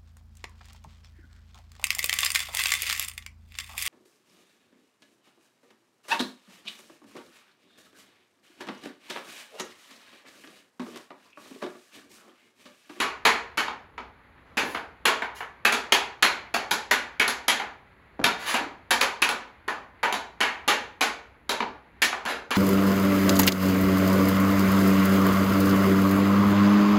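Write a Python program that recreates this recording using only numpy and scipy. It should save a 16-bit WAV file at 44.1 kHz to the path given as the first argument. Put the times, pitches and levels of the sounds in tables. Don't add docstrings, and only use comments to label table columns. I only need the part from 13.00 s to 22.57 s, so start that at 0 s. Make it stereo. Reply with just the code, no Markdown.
import sys
import numpy as np
from scipy import signal
from scipy.fft import rfft, irfft
from scipy.io import wavfile

SR = 44100
rng = np.random.default_rng(int(sys.argv[2]) if len(sys.argv) > 2 else 0)


def store_pcm(level_fs):
    pcm = np.round(np.clip(level_fs, -1, 1) * 32767).astype(np.int16)
    wavfile.write(sys.argv[1], SR, np.atleast_2d(pcm).T)


N = 422037
SIZE = 32768
HZ = np.fft.rfftfreq(SIZE, 1 / SR)

# t/s, level/dB, bite of the hard edge/dB, time until the blade lies flat/ms,
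# side ring/Hz, main ring/Hz, boost of the main ring/dB
BLADE_TAPS = [(0.0005, -19.5, -1.5, 2.8, 1150, 2560, -5.5), (0.2509, -13, -3.5, 3.4, 1160, 4100, 8.5),
              (0.573, -18.5, -0.5, 5.3, 1330, 3050, 10), (1.5703, -17.5, -0.5, 6.5, 1720, 2610, 11.5),
              (2.0534, -16, -1, 3.3, 1070, 3330, 13), (2.6496, -12.5, -3, 3.4, 1620, 2590, 12),
              (2.7228, -23, 3.5, 3.9, 1307, 2570, -5), (2.9211, -15.5, 1, 2.3, 836, 3250, 7),
              (3.2243, -14, -1.5, 4.5, 2370, 4160, 15), (3.5404, -23, 0.5, 3.84, 780, 4550, 9),
              (3.7094, -22.5, 6, 5, 1570, 4020, 7), (3.9104, -15.5, 0, 2.97, 1730, 1970, 11.5),
              (4.1965, -13, -5.5, 2.8, 1680, 2240, 10), (4.2776, -24.5, 7.5, 3.8, 1500, 4320, 7),
              (4.4805, -16.5, 3.5, 1.5, 1970, 3300, 8), (5.2398, -17, -1, 2.6, 4160, 3670, 14),
              (5.5416, -21.5, -3.5, 0.92, 926, 3930, 14), (5.9066, -17.5, 3, 4.7, 930, 1770, 6.5),
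              (6.0102, -19.5, 1.5, 3.3, 1230, 4480, -4), (6.2187, -16, -.5, 4.5, 3770, 2565, 14),
              (6.2886, -24, 1.5, 1.65, 1225, 2600, -4), (6.6788, -25.5, -4.5, 5, 1100, 1850, 9.5),
              (7.03, -19.5, -7.5, 3.63, 495, 890, 10), (7.1245, -26.5, 3.5, 1, 990, 3900, 15),
              (7.4043, -13.5, -5, 7.6, 1840, 2840, 14.5), (7.6773, -15, -1.5, 5, 490, 3800, 1),
              (8.0083, -17, 2.5, 5.5, 721, 2150, 7), (8.4921, -25, 3, 2.5, 618, 3877, 17),
              (9.0185, -14.5, 5, 5.1, 2240, 1810, 15.5), (9.2516, -24.5, -3, 8.8, 1380, 4000, -9),
              (9.506, -23, -2, 6.9, 1110, 2840, 7)]


def amp(db):
    return 10 ** (np.asarray(db) / 20)


def unit(x):
    return x / np.sqrt(np.mean(x ** 2) + 1e-20)


def read(points, hz):
    f, value = np.transpose(points)
    return np.interp(np.log(hz + 1), np.log(f + 1), value)


def add(mix, s, sound):
    part = mix[:, max(round(s * SR), 0):][:, :sound.shape[1]]
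    part += sound[:, :part.shape[1]]


def resonator(db):
    cepstrum = irfft(np.log(amp(db)))
    cepstrum[1:SIZE // 2] *= 2
    cepstrum[SIZE // 2 + 1:] = 0
    return np.exp(rfft(cepstrum))


def peak(hz, width):
    return 1 / (1 + (2 * (HZ - hz) / width) ** 2)


def highpass(hz):
    return 1j * HZ / (1j * HZ + hz)


def clicks(every):
    out = np.zeros((2, SIZE))
    starts = np.arange(0, SIZE - every, every)
    at = starts + rng.integers(0, every, (2, len(starts)))
    np.put_along_axis(out, at, rng.choice([-1., 1.], at.shape), 1)
    return unit(out)


def noise(tone):
    white = rfft(rng.standard_normal((2, N)))
    return unit(irfft(white * amp(read(tone, np.fft.rfftfreq(N, 1 / SR))), N))


def room_tone(air_db=-58.0, hum_db=-64.5, hum_hz=60):
    # f/Hz, level/dB
    air_tone = [(20, -6), (40, -5), (70, 3.5), (120, -4), (250, -6.5), (500, -9.5), (2000, -24.5),
                (5000, -45), (11000, -38), (16000, -46)]
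    hum = np.sin(2 * np.pi * hum_hz * np.arange(N) / SR)
    return amp(air_db) * noise(air_tone) + amp(hum_db) * hum


def touch(delay_ms, decay_s):
    t = np.arange(SIZE) / SR
    grit = clicks(every=2) * np.exp(-t / decay_s)
    grit /= np.sqrt(np.sum(grit[0] ** 2))
    return rfft(grit) * np.exp(-2j * np.pi * HZ * delay_ms / 1000)


def first_echoes(spread=0.12):
    # delay/ms, level/dB
    walls = [(7.5, -9), (11, -10), (17, -9.5), (23, -8), (32, -13.5), (44, -18.5)]
    paths = np.zeros((2, SIZE))
    paths[:, 0] = 1
    for (ms, db), (shift, side) in zip(walls, rng.uniform(-1, 1, (len(walls), 2))):
        left_at = int(ms * (1 + spread * shift) * SR / 1000)
        right_at = left_at + int(side * 10)
        paths[[0, 1], [left_at, right_at]] += amp(db)
    return rfft(paths)


def garage_echoes(build_s=0.0095, build_cycles=1.4):
    # f/Hz, time to fade by 60 dB/s
    ring_times = [(150, 0.42), (400, 0.55), (1000, 0.46), (2700, 0.38), (7000, 0.32), (14000, 0.19)]
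    hz, t, crackle = signal.stft(clicks(every=8), SR, nperseg=256)
    swell = 1 - np.exp(-t / (build_s + build_cycles / np.maximum(hz, 150)[:, None]))
    decay = amp(-60 * t / read(ring_times, hz)[:, None])
    return signal.istft(crackle * swell * decay, SR, nperseg=256)[1][:, :SIZE]


def blow(colour_db, rings, crack_db, flat_ms, ring_width_hz=170, uneven_db=3.5, evening_out=0.47,
         land_s=0.0011, rattle_s=0.0024, rattle_db=3.0, slap_db=19.0, click_db=26.0,
         shudder_s=0.037, shudder_db=4.0, echo_db=0.33):
    # f/Hz, level/dB
    blade_tone = [(40, -31), (140, -30.5), (210, -19.5), (330, -17), (600, -8), (850, 0), (1700, -2.5),
                  (2900, -8), (4200, -14.5), (5500, -19.5), (7700, -20.5), (8700, -20), (11000, -22),
                  (15500, -33.5)]
    # f/Hz, width/Hz, boost/dB
    stick_rings = [(230.3, 46, 7), (276, 83, 5), (396, 52, 7), (456, 26, 6), (937, 49, -0.5),
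                   (959.5, 35, 4.5), (1472, 79, 4.5), (1729, 18, 6.5), (1853, 27, 4), (2276, 260, 4.5),
                   (4350, 130, 4.5), (6800, 70, -1)]
    t = np.arange(SIZE) / SR
    body_db = read(blade_tone, HZ) + sum(db * peak(hz, width) for hz, width, db in stick_rings)
    rings_db = np.max([db * peak(hz, ring_width_hz) for hz, db in rings], axis=0)
    chance = rng.standard_normal(size=600)
    rings_db += uneven_db * np.interp(HZ / 60, np.arange(len(chance)), chance)
    body = resonator(body_db + colour_db + rings_db)
    mids = (HZ > 1300) & (HZ < 3200)
    body /= np.sqrt(np.mean(abs(body * mids) ** 2))

    rattle_shape = (1 - np.exp(-t / land_s)) * np.exp(-t / rattle_s)
    rattle = amp(rattle_db) * rfft(clicks(every=8) * rattle_shape)
    face_db = 6.5 * peak(hz=2900, width=2600)
    slap = amp(slap_db + face_db) * touch(flat_ms, decay_s=0.0042)
    click = amp(click_db) * touch(delay_ms=1.8, decay_s=0.0009) * highpass(hz=6000) ** 2
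    crack = amp(crack_db) * highpass(hz=250) * (rattle + (slap + click) * first_echoes())
    lows_only = (1 - highpass(hz=480)) ** 2
    shudder = amp(shudder_db) * rfft(clicks(every=8) * np.exp(-t / shudder_s)) * lows_only
    echoes = amp(echo_db) * rfft(garage_echoes()) * resonator(-evening_out * rings_db)
    fade_out = np.clip((0.68 - t) / 0.2, 0, 1)
    return irfft(body * (crack + shudder + echoes)) * fade_out


def blade_taps(usual_db=-19, side_ring_db=7, crack_at_1m_db=10, tilt_loss_db_per_ms=0.35):
    # f/Hz, usual level/dB, change per dB of extra force/dB, change per dB of bite/dB
    tap_tone = [(302.4, 1.5, -0.5, 0.15), (907, -1.53, -0.61, -0.08), (2050, 0, 0, 0),
                (4700, 6, 0.04, 0.96), (10050, 2.5, 0.15, 1.21)]
    # t/s, distance of the blade/m
    distances = [(0, 3.3), (1.5, 2.75), (2.1, 2.36), (3.3, 1.79), (4.5, 2.27), (6.2, 1.7), (7.6, 3.46),
                 (9.1, 2.03)]
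    out = np.zeros((2, N))
    for s, db, bite, flat_ms, side_hz, main_hz, main_db in BLADE_TAPS:
        colour = [(hz, usual + per_force * (db - usual_db) + per_bite * bite)
                  for hz, usual, per_force, per_bite in tap_tone]
        metres = np.interp(s, *np.transpose(distances))
        crack_db = crack_at_1m_db - 20 * np.log10(metres) - tilt_loss_db_per_ms * flat_ms
        rings = [(side_hz, side_ring_db), (main_hz, main_db)]
        add(out, s, amp(db) * blow(read(colour, HZ), rings, crack_db, flat_ms))
    return out


def ball_roll(push_db=-25, friction_db_per_s=48.5, slow_roll_db=-58.0):
    # f/Hz, level/dB
    roll_tone = [(150, -20), (550, -16.5), (850, -4.5), (1400, -3.5), (2100, -3.5), (3000, -15.5),
                 (4400, -20.5), (5600, -39), (15000, -45)]
    # depth/dB, time between bumps/s
    floor_bumps = [(2.2, .025), (1.8, .17)]
    t = np.arange(N) / SR
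    level_db = np.full(N, slow_roll_db)
    for s, db, *_ in BLADE_TAPS:
        after = t >= s
        slowing_db = db + push_db - friction_db_per_s * (t[after] - s)
        level_db[after] = np.maximum(level_db[after], slowing_db)
    for depth_db, every_s in floor_bumps:
        bumps = rng.uniform(-depth_db, depth_db, size=800)
        level_db += np.interp(t / every_s, np.arange(len(bumps)), bumps)
    return noise(roll_tone) * amp(level_db)


def ball_bounces(ring_db=7.5):
    # t/s, level/dB, thud/dB, ring/Hz
    landings = [(0.6799, -36.5, 11.5, 1240), (0.978, -39.5, 11, 1200), (1.7463, -29, 10.5, 1480),
                (2.22, -29, 3.5, 940), (2.405, -33.5, 0.5, 1150), (4.597, -29, 5, 830),
                (8.6031, -30.5, 13, 2100), (9.127, -33, 4.5, 765)]
    # f/Hz, usual level/dB, change per dB of thud/dB
    bounce_tone = [(300, -0.5, 1), (880, 1, .5), (2070, 2, 0), (4700, -7, 1), (10000, -10, -0.5)]
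    out = np.zeros((2, N))
    for s, db, thud, ring_hz in landings:
        colour = [(hz, usual + per_thud * thud) for hz, usual, per_thud in bounce_tone]
        knock = blow(read(colour, HZ), [(ring_hz, ring_db)], crack_db=5.5, flat_ms=2)
        add(out, s, amp(db) * knock)
    return out


def with_echoes(sound, echo_db):
    room = unit(garage_echoes()) / np.sqrt(SIZE)
    out = signal.fftconvolve(sound[None], room, axes=1) * amp(echo_db)
    out[:, :len(sound)] += sound
    return out


def blade_scrapes(grain_spread_db=6.0, grains_per_s=2500, echo_db=14.5):
    # t/s, length/s, level of the echoes/dB, brightness/(dB per octave)
    drags = [(1.409, 0.23, -60.5, -4.5), (1.616, 0.15, -47.5, 8), (2.345, 0.022, -41, 4.5),
             (5.362, 0.17, -38.5, 1.5), (5.444, 0.068, -27, 3), (9.263, 0.04, -28, 0),
             (9.548, 0.0065, -17.5, 1)]
    # f/Hz, level/dB
    grit_tone = [(100, -26), (300, -10.5), (900, -5), (1800, -2.5), (3000, -9.5), (4200, -10.5),
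                 (6000, -20.5), (10000, -20), (15500, -32)]
    out = np.zeros((2, N))
    for s, length_s, db, brightness in drags:
        n = int(np.clip(length_s * SR, 200, SIZE // 2))
        strengths = amp(grain_spread_db * np.minimum(rng.exponential(1, SIZE), 4))
        signs = rng.choice([-1, 1], SIZE)
        caught = rng.random(SIZE) < grains_per_s / SR
        grains = (strengths * signs * caught)[:n] * signal.windows.tukey(n, 0.5)
        colour = resonator(read(grit_tone, HZ) + brightness * np.log2((HZ + 100) / 2000))
        scrape = irfft(rfft(grains, SIZE) * colour)[:n]
        add(out, s, amp(db - echo_db) * with_echoes(unit(scrape), echo_db))
    return out


def shoe_thumps(push_s=0.0019, scuff=0.68):
    # t/s, level/dB, f/Hz
    footfalls = [(1.633, -27, 333), (5.192, -29, 361), (5.198, -27, 267), (5.214, -28.5, 176),
                 (5.611, -34, 270)]
    out = np.zeros((2, N))
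    t = np.arange(SR // 10) / SR
    rub_band = signal.butter(2, [160, 900], "bandpass", fs=SR, output="sos")
    push = t / push_s * np.exp(1 - t / push_s)
    for s, db, hz in footfalls:
        rub = unit(signal.sosfilt(rub_band, rng.standard_normal(len(t))))
        thump = (np.sin(2 * np.pi * hz * t) + scuff * rub) * push
        add(out, s, amp(db) * with_echoes(thump, echo_db=0))
    return out


def scene():
    return blade_taps() + ball_bounces() + shoe_thumps() + blade_scrapes() + ball_roll() + room_tone()


def record(dry, lead_s=0.0002, lead_above_hz=6100, lowest_hz=34, highest_hz=15900):
    # f/Hz, likeness (1 the same, 0 unrelated, below 0 opposed)
    likeness = [(120, .96), (280, .86), (520, .68), (1000, .2), (2000, .15), (3500, .12), (5500, -.25),
                (6800, .98), (13500, .98), (15500, .5)]
    # f/Hz, left over right/dB
    balance = [(100, 0), (300, 0), (700, 2), (1500, 2), (2500, -.3), (4000, 0), (5700, -3), (7500, -1)]
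    hz, _, (left, right) = signal.stft(dry, SR, nperseg=256)
    alike = np.clip(read(likeness, hz), -1, 1)
    lead = np.exp(2j * np.pi * lead_s * np.maximum(hz - lead_above_hz, 0))
    right = (alike * lead)[:, None] * left + np.sqrt(1 - alike ** 2)[:, None] * right
    lean = amp(read(balance, hz) / 2)[:, None]
    pair = signal.istft(np.array([left * lean, right / lean]), SR, nperseg=256)[1][:, :N]
    low_cut = signal.butter(3, lowest_hz, "highpass", fs=SR, output="sos")
    high_cut = signal.firwin(255, highest_hz, window=("kaiser", 9), fs=SR)
    return signal.oaconvolve(signal.sosfilt(low_cut, pair), high_cut[None], "same")


dry = scene()
out = record(dry)
store_pcm(out)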